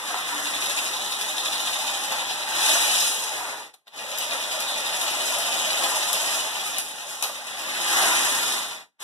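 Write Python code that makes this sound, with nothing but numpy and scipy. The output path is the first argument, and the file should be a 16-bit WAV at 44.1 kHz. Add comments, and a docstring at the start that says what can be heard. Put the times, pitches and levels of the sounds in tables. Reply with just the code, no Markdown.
"""A small electric slot car laps a hollow plastic track in a hard, tiled room, heard by a close stereo pair.
It sets off with tyres drumming, gears shaking the shell once a wheel turn and pickup braids hissing on
the rails, all growing with speed and load, and it clacks over the joints. It sprints at 3 s, stalls for
a moment at 3.8 s, then runs on at an uneven pace. After a second sprint around 8 s it stalls again just
before 9 s and pulls away at the very end."""
import sys
import numpy as np
from scipy import signal
from scipy.io import wavfile
from scipy.ndimage import uniform_filter1d

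SR = 44100
rng = np.random.default_rng(int(sys.argv[2]) if len(sys.argv) > 2 else 0)


def put_to_file(sound):
    """Save the sound as 16-bit audio at rate SR, in the file named by the first command-line argument."""
    columns = np.atleast_2d(sound).T  # one column per channel
    safe = np.clip(columns, -1, 1)
    whole_steps = np.round(safe * 32767)
    wavfile.write(sys.argv[1], SR, whole_steps.astype(np.int16))


N = 398223
T = np.arange(N) / SR
HZ = np.fft.rfftfreq(N, 1 / SR)

# body tone of the car's plastic shell: f/Hz, level/dB
SHELL_TONE = [(1000, -37.5), (1900, -4.5), (2220, -10), (2440, 6), (2700, -.5), (2950, 0.5), (3250, -1),
              (3500, -2.5), (4150, -5), (4600, -5), (6000, -10), (9000, -19.5), (14000, -31)]
# narrow, bright ring of the chassis: f/Hz, level/dB
CHASSIS_TONE = [(2500, -42), (3380, -14), (3580, -6), (3750, -4), (3860, -9), (4100, -11.5), (5500, -34.5)]


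def amp(db):
    """Decibels to gain."""
    return 10 ** (np.asarray(db) / 20)


def unit_rms(x):
    """Scales to rms 1."""
    return x / np.sqrt(np.mean(x ** 2) + 1e-20)


def curve_at(points, hz):
    """Reads a curve on a log-frequency axis."""
    f, value = np.transpose(points)
    return np.interp(np.log(hz + 1), np.log(f + 1), value)


def automation(points):
    """Straight ramps between (time, value) points."""
    return np.interp(T, *np.transpose(points))


def swells(rows):
    """A smooth rise and fall in dB around each row's time."""
    return sum(db * np.exp(-((T - s) / half_s) ** 2) for s, half_s, db in rows)


def colour(x, tone, size=4096):
    """Rings x through a minimum-phase body with the given spectrum."""
    log_gain = np.log(amp(curve_at(tone, abs(np.fft.fftfreq(size, 1 / SR)))))
    response = np.fft.ifft(np.exp(np.conj(signal.hilbert(log_gain)))).real[:size // 2]
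    return signal.oaconvolve(x, response / np.linalg.norm(response))[:len(x)]


def resonate(x, hz, width_hz):
    """A resonance whose centre follows the curve hz."""
    carrier = np.exp(2j * np.pi * np.cumsum(hz) / SR)
    pole = np.exp(-np.pi * width_hz / SR)
    return 2 * (carrier * signal.lfilter([1 - pole], [1, -pole], x / carrier)).real


def grains(per_s, spread_db, smooth):
    """Tiny impacts of uneven size over a share of smooth rubbing noise."""
    size = amp(spread_db * np.minimum(rng.exponential(1, N), 4)) * rng.choice([-1., 1.], N)
    impacts = unit_rms(size * (rng.random(N) < per_s / SR))
    return np.sqrt(1 - smooth) * impacts + np.sqrt(smooth) * rng.standard_normal(N)


def flutter(depth_db, rate_hz):
    """A gain that jumps about at random as the car jiggles in its slot."""
    spectrum = np.fft.rfft(rng.standard_normal(N)) / (1 + (HZ / rate_hz) ** 4)
    return unit_rms(amp(depth_db * unit_rms(np.fft.irfft(spectrum, N))))


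def wobble(turns, depth_db, lead, fade, blur_hz=23.6):
    """An off-centre axle presses hard once a turn and lets go; no two turns are quite alike."""
    count, phase = np.divmod(turns + lead, 1)
    strength = 1 + .14 * rng.standard_normal(400)[count.astype(int)]
    press = unit_rms(np.exp(-phase / fade) * np.sin(np.pi * phase)) * strength
    follows = 1 / (1 + (np.gradient(turns) * SR / blur_hz) ** 4)  # at speed the chassis cannot keep up
    return unit_rms(amp(depth_db * follows * (press - 3)))


def room(x, changes_per_s, patterns, spacing=24):
    """Sparse echoes off tiles and walls at each port; their pattern changes as the source moves."""
    # reverb time of the room: f/Hz, t60/s
    decay = [(150, 0.71), (800, 0.29), (3500, 0.31), (8000, 0.34), (14000, 0.32)]
    out = np.zeros((2, N))
    slots = np.arange(4 * spacing, SR // 2 - spacing, spacing)
    for k in range(patterns):
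        taps = np.zeros((2, SR // 2))
        at = slots + rng.integers(0, spacing, (2, len(slots)))
        np.put_along_axis(taps, at, rng.choice([-1., 1.], at.shape), 1)
        hz, t, spectra = signal.stft(taps, SR, nperseg=256)
        early = 1 + 1.4 * np.exp(-t / 0.0041)  # the floor and track answer first
        fade = np.exp(-np.log(1000) * t / curve_at(decay, hz)[:, None])
        tail = signal.istft(spectra * early * fade, SR)[1]
        visit, step = np.divmod(changes_per_s * T + k, patterns)
        sign = rng.choice([-1., 1.], int(visit[-1]) + 1)[visit.astype(int)]
        crossfade = sign * np.sin(np.pi / 2 * np.minimum(step, 2))
        out += signal.oaconvolve((x * crossfade)[None], tail / np.linalg.norm(tail[0]), axes=1)[:, :N]
    return out


def panels():
    """Plastic panels of track and car hum at their own notes along parts of the lap."""
    # panel notes: centre t/s, half length/s, f/Hz, width/Hz, level/dB against the roll
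    notes = [(.3, 0.43, 292, 24, -12.5), (2.203, 0.38, 800.5, 32, -1.5), (2.25, 0.13, 3390, 148, -8),
             (2.8, 0.55, 1695, 454, -2.5), (2.95, 0.63, 3940, 200, 0), (3, 0.61, 323, 26.2, -20.5),
             (1.697, 0.64, 863, 50, -6.5), (2.5, 0.48, 959, 20, -10), (3.098, 1, 871, 30, -7),
             (3.447, 0.41, 467, 110, -8), (5.5, 0.57, 670, 196, -5), (5.6, .3, 3070, 185, -3),
             (5.802, 3.1, 886, 54, -11), (8.1, 0.43, 354, 80, -14)]
    out = np.zeros(N)
    for s, half_s, hz, width_hz, db in notes:
        band = signal.butter(2, [hz - width_hz / 2, hz + width_hz / 2], "bandpass", fs=SR, output="sos")
        hum = unit_rms(signal.sosfilt(band, rng.standard_normal(N)))
        out += amp(db) * np.exp(-((T - s) / half_s) ** 2) * hum
    return out


def tyres(turns, roll_db):
    """Rolling tyres drum on the hollow track: a low boom, the air cavity beneath, the thin deck."""
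    # low end of the track: f/Hz, level/dB
    boom_tone = [(25, -17), (50, -19), (85, -9), (170, -7.5), (310, -3), (420, -2), (600, -2.5),
                 (1000, -39)]
    # hollow mids of the air under the track: f/Hz, level/dB
    cavity_tone = [(250, -45.5), (470, -15.5), (590, -5.5), (740, -3), (860, 0), (1050, -9), (1400, -9.5),
                   (2400, -44.5)]
    # upper mids of the thin deck: f/Hz, level/dB
    deck_tone = [(600, -22), (1000, -1), (1300, -3.5), (1600, -1.5), (2150, -0.5), (2700, -48),
                 (4500, -24.5)]
    # note of the cavity under the piece of track that the car is on: t/s, f/Hz
    cavity_note = [(0, 940), (.5, 720), (.8, 1150), (1.2, 800), (3.6, 870), (3.95, 592), (6, 662), (9, 820)]
    # loose pieces of track that drum under the car: centre t/s, half length/s, boost/dB
    loose_track = [(.135, 0.049, 1), (2.14, 0.048, 6), (2.7, 0.058, 3), (3.45, 0.17, 8.5), (4.33, 0.028, 6),
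                   (5.87, 0.12, 4), (8.04, 0.14, 5)]
    # passes on the near straight, which bring the deck forward: centre t/s, half length/s, boost/dB
    near_passes = [(.3, 0.48, 5.5), (8.25, 0.56, 5.5)]
    cavity_hz = automation(cavity_note)
    loose_db, near_db = swells(loose_track), swells(near_passes)
    bump = wobble(turns, depth_db=0.5, lead=0.2, fade=0.12)
    boom = colour(grains(350, spread_db=4, smooth=0.17), boom_tone)
    boom *= amp(-13 + 0.33 * loose_db + 0.55 * near_db)
    hollow = amp(-1.5) * colour(bump * grains(800, spread_db=2.5, smooth=0.22), cavity_tone)
    ring = resonate(bump * grains(500, spread_db=-3, smooth=0.38), cavity_hz, width_hz=290)
    ring = amp(-8) * unit_rms(resonate(ring, cavity_hz, width_hz=204))
    deck = colour(bump * grains(900, spread_db=2, smooth=0.3), deck_tone)
    deck *= amp(0.5 + 0.78 * loose_db + near_db)
    return amp(roll_db) * (boom + amp(loose_db) * (hollow + ring) + deck)


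def braids(turns, hiss_db):
    """Copper pickup braids scrape and fizz along the rails, in uneven spurts."""
    # bright sizzle of braid on rail: f/Hz, level/dB
    braid_tone = [(1500, -28), (3000, 2.5), (4500, -2.5), (5300, 3.5), (5800, 2.5), (6400, 5.5),
                  (7300, 4.5), (8100, 1), (9000, 4.5), (9900, 5), (11000, 0), (12200, -2), (14300, -14.5)]
    # stretches where the braids bite into the rails: centre t/s, half length/s, boost/dB
    bites = [(.7, 0.52, 3), (2.66, 0.07, 2), (2.97, 0.12, 1.3), (4.2, 0.081, 3.5), (5.28, 0.046, 2.5),
             (6.4, 0.93, 2), (7.17, 0.13, 4), (7.92, 0.05, 1), (8.28, 0.29, 2.5)]
    fizz = grains(2600, spread_db=3, smooth=0.1) * flutter(depth_db=2.3, rate_hz=260)
    scrape = fizz * wobble(turns, depth_db=3.5, lead=0.55, fade=0.92)
    return amp(hiss_db + swells(bites)) * colour(scrape, braid_tone)


def gears(turns, speed, chatter_db):
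    """Loose gear teeth knock on the shell and ring the chassis, more often as the wheels speed up."""
    # bends where the chassis leans on the guide pin and rings: centre t/s, half length/s, boost/dB
    bends = [(.7, 0.5, 5), (1.55, 0.3, 6.5), (4.7, 0.057, 12.5), (8.55, 0.2, 6)]
    bend_db = swells(bends)
    knocks_per_s = 90 * (speed + 3)
    knocks = grains(knocks_per_s, spread_db=2.5, smooth=0.22)
    knocks /= np.sqrt(knocks_per_s / knocks_per_s.mean())  # offsets the level gained by denser knocks
    knocks *= wobble(turns, depth_db=2.5 + 0.12 * bend_db, lead=0.4, fade=0.27)
    knocks *= flutter(depth_db=1.6, rate_hz=150)
    shell = amp(3.5) * colour(knocks, SHELL_TONE)
    scattered = knocks * rng.standard_normal(N)  # each knock lands differently
    chassis = amp(-2 + bend_db) * colour(scattered, CHASSIS_TONE)
    return amp(chatter_db) * (shell + chassis)


def clacks(shell_db=-2.5, chassis_db=-3):
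    """Guide pin and chassis strike joints and slot walls: a sharp tick, a rattle in car and track."""
    # knocks along the lap: t/s, track thud/dB, car ring/dB, metal tick/dB
    hits = [(0.1028, -15, -35, -36), (0.1424, -15.5, -39, -38), (.157, -20, -38, -40),
            (0.622, -29, -15, -31), (0.659, -33, -18, -13.5), (0.697, -25, -17, -17),
            (0.787, -33, -11.5, -33), (0.864, -30, -21, -20), (1.121, -36, -15, -21),
            (1.211, -31, -14, -17), (1.381, -37, -13.5, -30), (1.457, -22, -12, -30),
            (1.531, -22, -15, -31), (1.603, -27, -18, -33), (1.674, -36, -18, -28), (1.742, -57, -28, -19),
            (1.878, -23, -24, -30), (2.122, -19, -17, -17), (2.307, -22, -20, -35.5),
            (2.693, -16.5, -11, -24), (2.7404, -24, -25, -23), (2.7528, -10.5, -21, -29),
            (3.006, -28, -33, -9), (3.738, -42, -33, -52), (3.7416, -38, -42, -31), (3.869, -36, -37, -48),
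            (3.878, -42, -33, -37), (4.1755, -40, -19, -17.5), (4.185, -34, -21.5, -14),
            (4.605, -35, -28, -13.5), (5.013, -31, -21, -14), (5.080, -28, -13, -33),
            (5.385, -19, -26, -14), (5.703, -28, -15, -30), (5.8233, -14, -16, -20), (5.839, -21, -12, -11),
            (6.13, -26, -23, -9), (6.307, -21, -18, -22), (6.784, -44, -30, -8), (6.796, -42, -29, -18.5),
            (6.801, -40, -35, -26), (7.2238, -27, -17.5, -13), (7.2258, -21, -21, -10.5),
            (7.238, -29, -18, -10), (7.243, -20, -22, -23), (7.252, -20.5, -34, -27),
            (7.295, -19.5, -35, -32)]
    # body of the struck track: f/Hz, level/dB
    thud_tone = [(200, -35.5), (450, -14), (700, -2), (950, -1), (1300, -6), (1800, -11), (2600, -18.5),
                 (5000, -44)]
    # metallic top of the hit: f/Hz, level/dB
    tick_tone = [(2000, -8.5), (5000, 6.5), (8000, 7.5), (11500, 11), (14500, -6.5)]
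    rise_s, ring_s, tick_s = .0005, .003, .0012
    t = np.arange(2048) / SR
    rattle = (1 - np.exp(-t / rise_s)) * np.exp(-t / ring_s)
    thuds, rings, ticks = np.zeros((3, N))
    for s, thud_db, ring_db, tick_db in hits:
        at = slice(round(s * SR), round(s * SR) + len(t))
        thuds[at] += amp(thud_db) * rattle
        rings[at] += amp(ring_db) * rattle
        ticks[at] += amp(tick_db) * np.exp(-t / tick_s)
    layers = [(thuds, thud_tone), (amp(shell_db) * rings, SHELL_TONE),
              (amp(chassis_db) * rings, CHASSIS_TONE), (ticks, tick_tone)]
    return sum(colour(envelope * rng.standard_normal(N), tone) for envelope, tone in layers)


def scene():
    """The car at two microphone ports: the front one faces it, the rear one hears only the room."""
    # speed of the car: t/s, wheel rate/Hz
    wheel_rate = [(0, 10.29), (.26, 10.07), (.69, 13.34), (1.13, 10.77), (1.69, 14.9), (2.45, 9.27),
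                  (2.69, 26), (3, 31.43), (3.47, 15), (3.715, .45), (3.84, .25), (3.92, 1.4), (3.975, 8.3),
                  (4.74, 11.8), (5.15, 15.44), (6.33, 16.67), (6.51, 10.3), (7.45, 7.33), (7.84, 16),
                  (7.91, 21.5), (8.53, 22), (8.86, .2), (8.99, .2), (9.015, 12)]
    # how hard the car bears on the track, light when coasting and in the S-bend: t/s, level/dB
    load = [(0, -1), (.15, 0), (2.6, 1.5), (3.22, -6.5), (3.7, -5), (4.3, 1.7), (6.77, 1.1), (6.83, -4),
            (7.7, -0.5), (8, 1.5), (8.8, -5)]
    cruise_hz, wet = 12, .45
    speed, load_db = automation(wheel_rate), automation(load)
    turns = np.cumsum(speed) / SR
    doublings = np.log2(speed / cruise_hz)
    # the brighter layers rise more per doubling of speed, so the car opens up as it sprints
    roll_db = -38 + 4.5 * doublings + 1.03 * load_db
    chatter_db = -36.5 + 5.5 * doublings + 1.2 * load_db
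    hiss_db = -33.9 + 6.5 * doublings + load_db
    car = tyres(turns, roll_db) + gears(turns, speed, chatter_db) + braids(turns, hiss_db)
    hits = clacks()
    hum = amp(roll_db) * panels()
    car_echoes = room(car + amp(-2) * hits, changes_per_s=45, patterns=7)
    panel_echoes = room(hum, changes_per_s=7, patterns=2)  # slow changes keep the notes clear
    front, rear = car_echoes + panel_echoes
    return np.array([np.sqrt(1 - wet) * (car + hits + hum) + np.sqrt(wet) * front, rear])


def stereo_pair(ports, notch_hz=2245, rear_db=-3):
    """Each channel is one port minus the other, delayed, then equalised: this combs centre and sides."""
    # depth of the comb: f/Hz, share of the other port taken away
    cancel = [(50, 0.51), (2240, 1), (3400, 0.95), (4500, 0.85), (5600, 0.42), (6800, 0.36), (10000, 0.19),
              (14000, 0.079)]
    # stereo width: f/Hz, side level/dB
    width = [(30, 13), (60, 4), (125, -1.5), (250, -12), (500, -7.5), (850, -4.5), (1500, 5), (1980, -2),
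             (2130, 12), (2290, 9), (2420, -0.5), (14000, -0.5)]
    front, rear = np.fft.rfft(ports)
    lag = np.clip(curve_at(cancel, HZ), 0, .99) * np.exp(-2j * np.pi * HZ / notch_hz)
    mid, side = 1 - lag, (1 + lag) * amp(curve_at(width, HZ))
    own, other, shade = mid + side, mid - side, amp(rear_db)
    left = (own * front + other * shade * rear) / np.hypot(abs(own), shade * abs(other))
    right = (other * front + own * shade * rear) / np.hypot(abs(other), shade * abs(own))
    return np.fft.irfft([left, right], N) * amp([[.25], [-.25]])  # leans slightly left


def record(dry, gate_db=-43, cutoff_hz=14400):
    """The stereo pair, a soft noise gate that sinks whatever is quiet, and a steep high cut."""
    stereo = stereo_pair(dry)
    power = uniform_filter1d((stereo ** 2).mean(0), size=900)
    level_db = 10 * np.log10(abs(power) + 1e-12)
    gated = stereo * amp(np.minimum(level_db - gate_db, 0))
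    high_cut = signal.firwin(511, cutoff_hz, window=("kaiser", 9), fs=SR)
    return signal.oaconvolve(gated, high_cut[None], "same")


dry = scene()
out = record(dry)
put_to_file(out)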